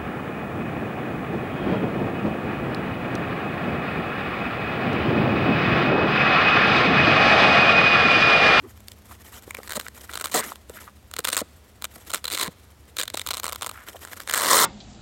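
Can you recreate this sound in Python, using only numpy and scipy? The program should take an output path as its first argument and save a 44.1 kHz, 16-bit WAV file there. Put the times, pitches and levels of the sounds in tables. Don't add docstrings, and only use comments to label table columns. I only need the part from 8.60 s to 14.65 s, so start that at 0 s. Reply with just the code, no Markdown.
import sys
import numpy as np
from scipy import signal
from scipy.fft import rfft, irfft
from scipy.io import wavfile
from scipy.ndimage import uniform_filter1d

SR = 44100
rng = np.random.default_rng(int(sys.argv[2]) if len(sys.argv) > 2 else 0)


def transcribe(signal):
    frames = np.atleast_2d(signal).T
    limited = np.clip(frames, -1, 1)
    pcm = np.round(limited * 32767).astype(np.int16)
    wavfile.write(sys.argv[1], SR, pcm)


N = 266849
TIME = np.arange(N) / SR


def from_db(db):
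    return 10 ** (np.asarray(db) / 20)


def rms_one(x):
    return x / np.std(x)


def gain_curve(rows, column):
    rows = np.array(rows)
    return from_db(np.interp(TIME, rows[:, 0], rows[:, column], left=-np.inf, right=-np.inf))


def drift(rate):
    return rms_one(np.interp(TIME * rate, np.arange(N), rng.standard_normal(N)))


def swells(strokes):
    return sum(from_db(db) * np.exp(-((TIME - middle) / length) ** 2) for middle, length, db in strokes)


def grains(per_s, spread_db):
    sizes = from_db(spread_db * np.clip(rng.standard_normal(N), -2, 2))
    signs = rng.choice([-1, 1], N)
    return rms_one(sizes * signs * (rng.random(N) < per_s / SR))


def resonance(x, hz, width_hz):
    return signal.lfilter(*signal.iirpeak(hz, hz / width_hz, fs=SR), x)


def coloured(x, spectrum, ripple_db=0, size=4096, count=60):
    octave = np.log2(np.maximum(np.fft.rfftfreq(size, 1 / SR), 10))
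    hz, db = np.transpose(spectrum)
    knots = np.log2(hz)
    skirts = 20 * np.abs(octave - np.clip(octave, knots[0], knots[-1]))
    ripple = np.interp(octave, np.linspace(octave[0], octave[-1], count), rng.standard_normal(count))
    level_db = np.interp(octave, knots, db) - skirts + ripple_db * ripple
    cepstrum = irfft(np.log(from_db(level_db)))
    response = irfft(np.exp(rfft(2 * cepstrum[:size // 2], size)))
    return signal.oaconvolve(x, response / np.linalg.norm(response))[:N]


def scattered(clicks, spectrum, ripple_db, count=18, size=130):
    spot = np.repeat(rng.integers(count, size=N // size + 1), size)[:N]
    return sum(coloured(clicks * (spot == k), spectrum, ripple_db) for k in range(count))


# (frequency [Hz], relative level [dB])
AIR_COLOUR = [(25, -26.5), (78, 5), (130, -11.5), (260, -13), (800, -20.5), (16000, -37.5)]
# (frequency [Hz], level at the start [dB], fade [dB per s])
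HUM_PARTIALS = [(70, -52.5, 2), (103.4, -52.5, 8), (209.7, -56, 3.5)]


def background(air_db=-52, waver_db=2, wander_rad=.6, rate=6):
    sound = from_db(air_db) * coloured(rng.standard_normal(N), AIR_COLOUR)
    for hz, db, fade in HUM_PARTIALS:
        level = from_db(db - fade * TIME + waver_db * drift(rate))
        sound = sound + level * np.sin(2 * np.pi * hz * TIME + wander_rad * drift(rate))
    return sound


# (frequency [Hz], relative level [dB])
NYLON_COLOUR = [(200, 3.5), (800, 1), (1450, 1), (2300, -0.5), (6000, -5.5), (8500, -1.5), (10400, -5.5),
                (12500, -0.5), (16000, -10)]
# (middle time [s], half length [s], relative level [dB])
HAND_RUBS = [(.18, 0.066, -59.5), (.5, 0.046, -53), (.77, 0.16, -62), (1.14, 0.33, -63.5),
             (1.48, 0.15, -59.5), (1.81, 0.13, -48.5), (2.2, 0.06, -56), (3.363, 0.0048, -44),
             (3.48, 0.14, -59.5), (4.85, 0.26, -63), (5.29, 0.0086, -44.5), (5.45, 0.26, -54.5)]


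def cloth(rub_db=3.0, grip_db=-68.5, flutter_db=10.5, crease_db=-7):
    friction = from_db(flutter_db * np.tanh(drift(63))) * grains(9000, spread_db=5.5)
    creases = from_db(crease_db) * grains(120, spread_db=9)
    pressure = from_db(grip_db) + swells(HAND_RUBS)
    return from_db(rub_db) * scattered((friction + creases) * pressure, NYLON_COLOUR, ripple_db=4.5)


# (time [s], mean slip rate [per s], level [dB])
GRIP_CREAK = [(.01, 260, -64), (.048, 390, -38.5), (.09, 200, -52)]


def creak(sharpness=1.0, jitter=0.11):
    s, rate, _ = np.transpose(GRIP_CREAK)
    slip_rate = np.interp(TIME, s, rate) * (1 + jitter * drift(211))
    phase = 2 * np.pi * np.cumsum(slip_rate) / SR
    return gain_curve(GRIP_CREAK, 2) * np.sin(phase + sharpness * np.sin(2 * phase))


# (time [s], relative level [dB], swing pitch [Hz])
PADDING_FLOPS = [(0.877, -39.5, 377), (0.986, -32.5, 473), (1, -38.5, 520), (1.172, -23, 400),
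                 (2.098, -35.5, 376), (2.59, -28, 349), (2.815, -25, 298), (3.363, -41.5, 352),
                 (3.878, -32.5, 177), (4.543, -27, 596)]


def flops(cycles=0.86, crumple=0.92):
    out, t = np.zeros(N), TIME[:SR // 10]
    for s, db, hz in PADDING_FLOPS:
        age = t * hz / cycles
        band = signal.butter(2, [hz / 2, hz * 2], "band", fs=SR)
        dull = rms_one(signal.lfilter(*band, rng.standard_normal(len(t))))
        swing = np.sin(2 * np.pi * hz * t) / 2
        at = int(s * SR)
        out[at:at + len(t)] += from_db(db) * age * np.exp(1 - age) * (swing + crumple * dull)
    return out


# (middle time [s], half length [s], level [dB], ring pitch [Hz])
FINGER_SCUFFS = [(0.516, 0.011, -44, 1020), (1.265, 0.0035, -34, 1550), (1.497, 0.0048, -38, 1550),
                 (1.833, 0.029, -37.5, 1650), (1.92, 0.0023, -33.5, 1060), (2.179, 0.017, -43, 1650),
                 (2.282, 0.013, -45.5, 1120), (5.186, 0.052, -45.5, 1428), (5.289, 0.018, -42, 1600),
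                 (5.357, .01, -41, 650)]


def scuffs(width_share=0.73):
    friction = grains(1700, spread_db=8.5)
    sound = np.zeros(N)
    for middle, length, db, hz in FINGER_SCUFFS:
        once = resonance(friction, hz, width_share * hz)
        twice = resonance(once, hz, width_share * hz)
        sound += swells([(middle, length, db)]) * rms_one(twice)
    return sound


# (start time [s], length [s], relative crackle level [dB], panel over crack drive [dB], ring pitch [Hz])
FLAP_TUGS = [(.9, 0.076, -40, 2, 2220), (1.068, 0.13, -18, -2.5, 1670), (1.514, 0.18, -20, -3.5, 1411),
             (2.645, 0.15, -10, -6, 1400), (3.487, 0.093, -14, -6, 1345), (3.645, 0.19, -11.5, -6, 1450),
             (4.382, 0.073, -17.5, -6.5, 1570), (4.545, 0.078, -20, -7.5, 1496),
             (4.667, 0.135, -19.5, -5.5, 1234), (4.824, 0.13, -21, -3, 1264),
             (5.018, 0.08, -11.5, -2, 1131), (5.429, 0.1, -28, 0.5, 1485), (5.733, 0.16, -7, -2.5, 1639)]


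def tension(s, slack_db=-10):
    held = np.array([(at, db, hz) for start, length, _, db, hz in FLAP_TUGS
                     for at in (start, start + length)])
    panel_db = np.interp(s, held[:, 0], held[:, 1], left=slack_db)
    return panel_db, np.interp(s, held[:, 0], held[:, 2])


def crackle(snaps_per_s=135, jitter=0.61, spread_db=4.5, hold_s=.009, count=40):
    snaps, big = [], np.array(BIG_SNAPS)[:, 0]
    for start, length, db, _, _ in FLAP_TUGS:
        late, size = rng.standard_normal((2, count))
        times = start + (np.arange(count) + .5 + jitter * late) / snaps_per_s
        for s, z in zip(times, size):
            holding = np.any((big > s) & (big < s + hold_s))
            if s < start + length and not holding:
                snaps.append((s, db + spread_db * z))
    return snaps


# (time [s], relative level [dB])
BIG_SNAPS = [(.283, -11.5), (.318, -16), (.908, -11.5), (0.948, -8.5), (.969, -17), (1.032, -18),
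             (1.095, -9), (1.106, -9), (1.113, -11), (1.121, -5.5), (1.133, -9.5), (1.198, -4),
             (1.211, -14), (1.283, -11.5), (1.555, -5), (1.574, -6), (1.598, -11), (1.611, -4.5),
             (1.643, -2.5), (1.649, -7), (1.657, -2.5), (1.67, -11.5), (1.807, -8), (1.957, -17.5),
             (2.096, -17), (2.513, -17), (2.538, -7), (2.565, -5.5), (2.59, -0.5), (2.645, -4), (2.651, 4),
             (2.673, -0.5), (2.685, 1.5), (2.689, 0.5), (2.716, -18), (2.729, 3.5), (2.746, -3.5),
             (2.767, 4.5), (2.776, 2), (3.222, -8.5), (3.243, -1.5), (3.252, -7.5), (3.501, -4), (3.536, 0),
             (3.545, 4), (3.643, -6), (3.654, -5), (3.701, -9.5), (3.775, -2.5), (3.786, -6), (3.83, -0.5),
             (4.368, -7), (4.386, -0.5), (4.398, -0.5), (4.403, -3), (4.413, -2.5), (4.425, -9.5),
             (4.433, -3.5), (4.479, -8), (4.501, -10.5), (4.542, -1), (4.573, -1.5), (4.595, -5.5),
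             (4.615, -8.5), (4.664, -7), (4.672, -4), (4.688, -4.5), (4.708, -1), (4.712, -3),
             (4.738, -6.5), (4.744, -6.5), (4.77, -6), (4.779, -9.5), (4.833, -8), (4.842, -1.5),
             (4.855, -6.5), (4.865, -4.5), (4.88, -7), (4.89, -10.5), (4.923, -7.5), (4.929, -6.5),
             (4.959, -8), (5.022, -3), (5.03, -6.5), (5.045, -9.5), (5.063, -4), (5.069, -9.5),
             (5.092, -10.5), (5.113, -14), (5.45, -13.5), (5.532, -13), (5.574, -11), (5.602, -10.5),
             (5.675, -8.5), (5.689, -4), (5.697, 0), (5.711, -2), (5.725, -8)]


def snap_clicks(spread_s=.0014, fall_db=8.5, strong_db=-3.5, growth=.035,
                stray_db=-14, stray_after_s=.0015, stray_s=0.0046, count=7, size=600):
    clicks, shape = np.zeros(N + SR), (size, count)
    lags, signs = rng.uniform(-2, 2, shape), rng.choice([-1, 1], shape)
    stray_lags, stray_sizes = rng.standard_normal(shape), rng.laplace(size=shape)
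    snaps = BIG_SNAPS + crackle()
    for (s, db), lag, sign, stray_lag, stray_size in zip(snaps, lags, signs, stray_lags, stray_sizes):
        avalanche = np.exp(growth * (db - strong_db))
        delays = spread_s * avalanche * lag
        delays[0] = 0
        sizes = from_db(-fall_db / avalanche * np.sqrt(np.arange(count))) * sign
        at = ((s + spread_s / 2 + delays) * SR).astype(int)
        clicks[at] += from_db(db) * sizes / np.linalg.norm(sizes)
        strays = s + avalanche * (stray_after_s + stray_s * stray_lag)
        clicks[(strays * SR).astype(int)] += from_db(db + stray_db) * avalanche * stray_size / 2
    return clicks[:N]


# (start time [s],
# length [s], crack level [dB], panel ring level [dB], bag hollow level [dB], swell [dB per s])
FLAP_PEELS = [(1.153, 0.018, -29.5, -31.5, -41, 202), (1.717, 0.028, -33.5, -37.5, -53, 60),
              (1.744, 0.057, -23, -23.5, -33.5, -84), (2.775, 0.039, -31, -35, -51.5, -3),
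              (3.716, 0.04, -30, -35.5, -45, 60), (3.796, 0.04, -28.5, -29.5, -43, 86),
              (3.832, 0.0469, -37.5, -33.5, -47.5, -52), (5.738, 0.165, -27, -31, -42.5, 48.5),
              (5.905, 0.42, -19, -22.5, -34, -8.5)]


def peel_clicks(hooks_per_s=2600, full_db=-20, thinning=0.86, surge_db=2.5, surge_rate=330, size=700,
                attack_s=0.0053, release_s=0.0045):
    pull = np.zeros((3, N))
    for start, length, crack_db, panel_db, hollow_db, swell in FLAP_PEELS:
        age = TIME - start
        gate = np.interp(age, [-attack_s, 0, length, length + release_s], [0, 1, 1, 0])
        on = gate > 0
        envelope = gate[on] * from_db(swell * (age[on] - length / 2))
        drives = np.outer(from_db([crack_db, panel_db, hollow_db]), envelope)
        pull[:, on] = np.maximum(pull[:, on], drives)
    rate = hooks_per_s * (pull[0] / from_db(full_db)) ** thinning
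    clicks = grains(rate, spread_db=3.5) * from_db(surge_db * drift(surge_rate))
    local_rms = np.sqrt(uniform_filter1d(clicks ** 2, size) + 1e-6)
    return pull * clicks / local_rms


def panel_ring(clicks, low_hz=515, width_hz=400, detune=0.047, size=1100):
    out, t = np.zeros(N + 2 * size), TIME[:size]
    starts = np.arange(0, N - size, size)
    for at, ring_hz in zip(starts, tension(starts / SR)[1]):
        hz = ring_hz * np.exp(detune * rng.standard_normal())
        ring = np.exp(-np.pi * width_hz * t) * np.sin(2 * np.pi * hz * t)
        out[at:at + 2 * size - 1] += np.convolve(clicks[at:at + size], ring / np.linalg.norm(ring))
    return signal.sosfilt(signal.butter(2, low_hz, "high", fs=SR, output="sos"), out[:N])


def taut_flap(crack, ring_hz=3780, width_hz=700, ring_db=-2):
    pinched = (TIME > 3.6) & (TIME < 4.8)
    return from_db(ring_db) * resonance(crack * pinched, ring_hz, width_hz)


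# (frequency [Hz], width [Hz], level [dB])
LONG_FLAP = [(1065.7, 440, 13.5), (5464, 1380, -2.5)]


def open_flap(clicks):
    pulled = clicks * (TIME > 5.72)
    return sum(from_db(db) * resonance(pulled, hz, width_hz) for hz, width_hz, db in LONG_FLAP)


# (frequency [Hz], relative level [dB])
HOOK_COLOUR = [(500, -25), (2100, 3), (2700, 4.5), (4300, 4.5), (5500, -4.5), (7000, 1.5), (8700, 3),
               (10500, -5), (13500, -3), (16000, -7.5)]
# (frequency [Hz], relative level [dB])
PANEL_COLOUR = [(300, -21.5), (570, -9), (760, -7), (1050, 2.5), (1450, -5.5), (1900, -1), (5000, -27)]
# (frequency [Hz], relative level [dB])
HOLLOW_COLOUR = [(90, -19), (220, -1.5), (330, 0), (560, 6.5), (730, 7), (1400, -6.5)]


def fastener(crack_db=0.45, broad_db=-10, snap_hollow_db=-16.5, peel_hollow_db=6.0):
    peel_crack, peel_panel, peel_hollow = peel_clicks()
    snaps = snap_clicks()
    snap_panel = snaps * from_db(tension(TIME)[0])
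    crack = from_db(crack_db) * scattered(snaps + peel_crack, HOOK_COLOUR, ripple_db=3.5)
    panel = scattered(from_db(broad_db) * snap_panel + peel_panel, PANEL_COLOUR, ripple_db=1.5)
    knocks = from_db(snap_hollow_db) * snaps + from_db(peel_hollow_db) * peel_hollow
    hollow = scattered(knocks, HOLLOW_COLOUR, ripple_db=5.5)
    return crack + taut_flap(crack) + open_flap(peel_panel) + panel + panel_ring(snap_panel) + hollow


def diffuse_echo(x, level_db, t60):
    noise = rng.standard_normal(SR) * from_db(-60 * TIME[:SR] / t60)
    tail = signal.lfilter(*signal.butter(1, 5000, fs=SR), noise)
    return from_db(level_db) * signal.oaconvolve(x, tail / np.linalg.norm(tail))[:N]


def scene():
    bag = cloth() + creak() + flops() + scuffs() + fastener()
    arms_and_rock = diffuse_echo(bag, level_db=-19.5, t60=0.027)
    foliage = diffuse_echo(bag, level_db=-33.5, t60=0.98)
    return (background() + foliage + arms_and_rock + bag)[None]


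def record(dry):
    rounded = np.tanh(dry)
    return signal.sosfilt(signal.ellip(10, .2, 80, 16000, fs=SR, output="sos"), rounded)


dry = scene()
out = record(dry)
transcribe(out)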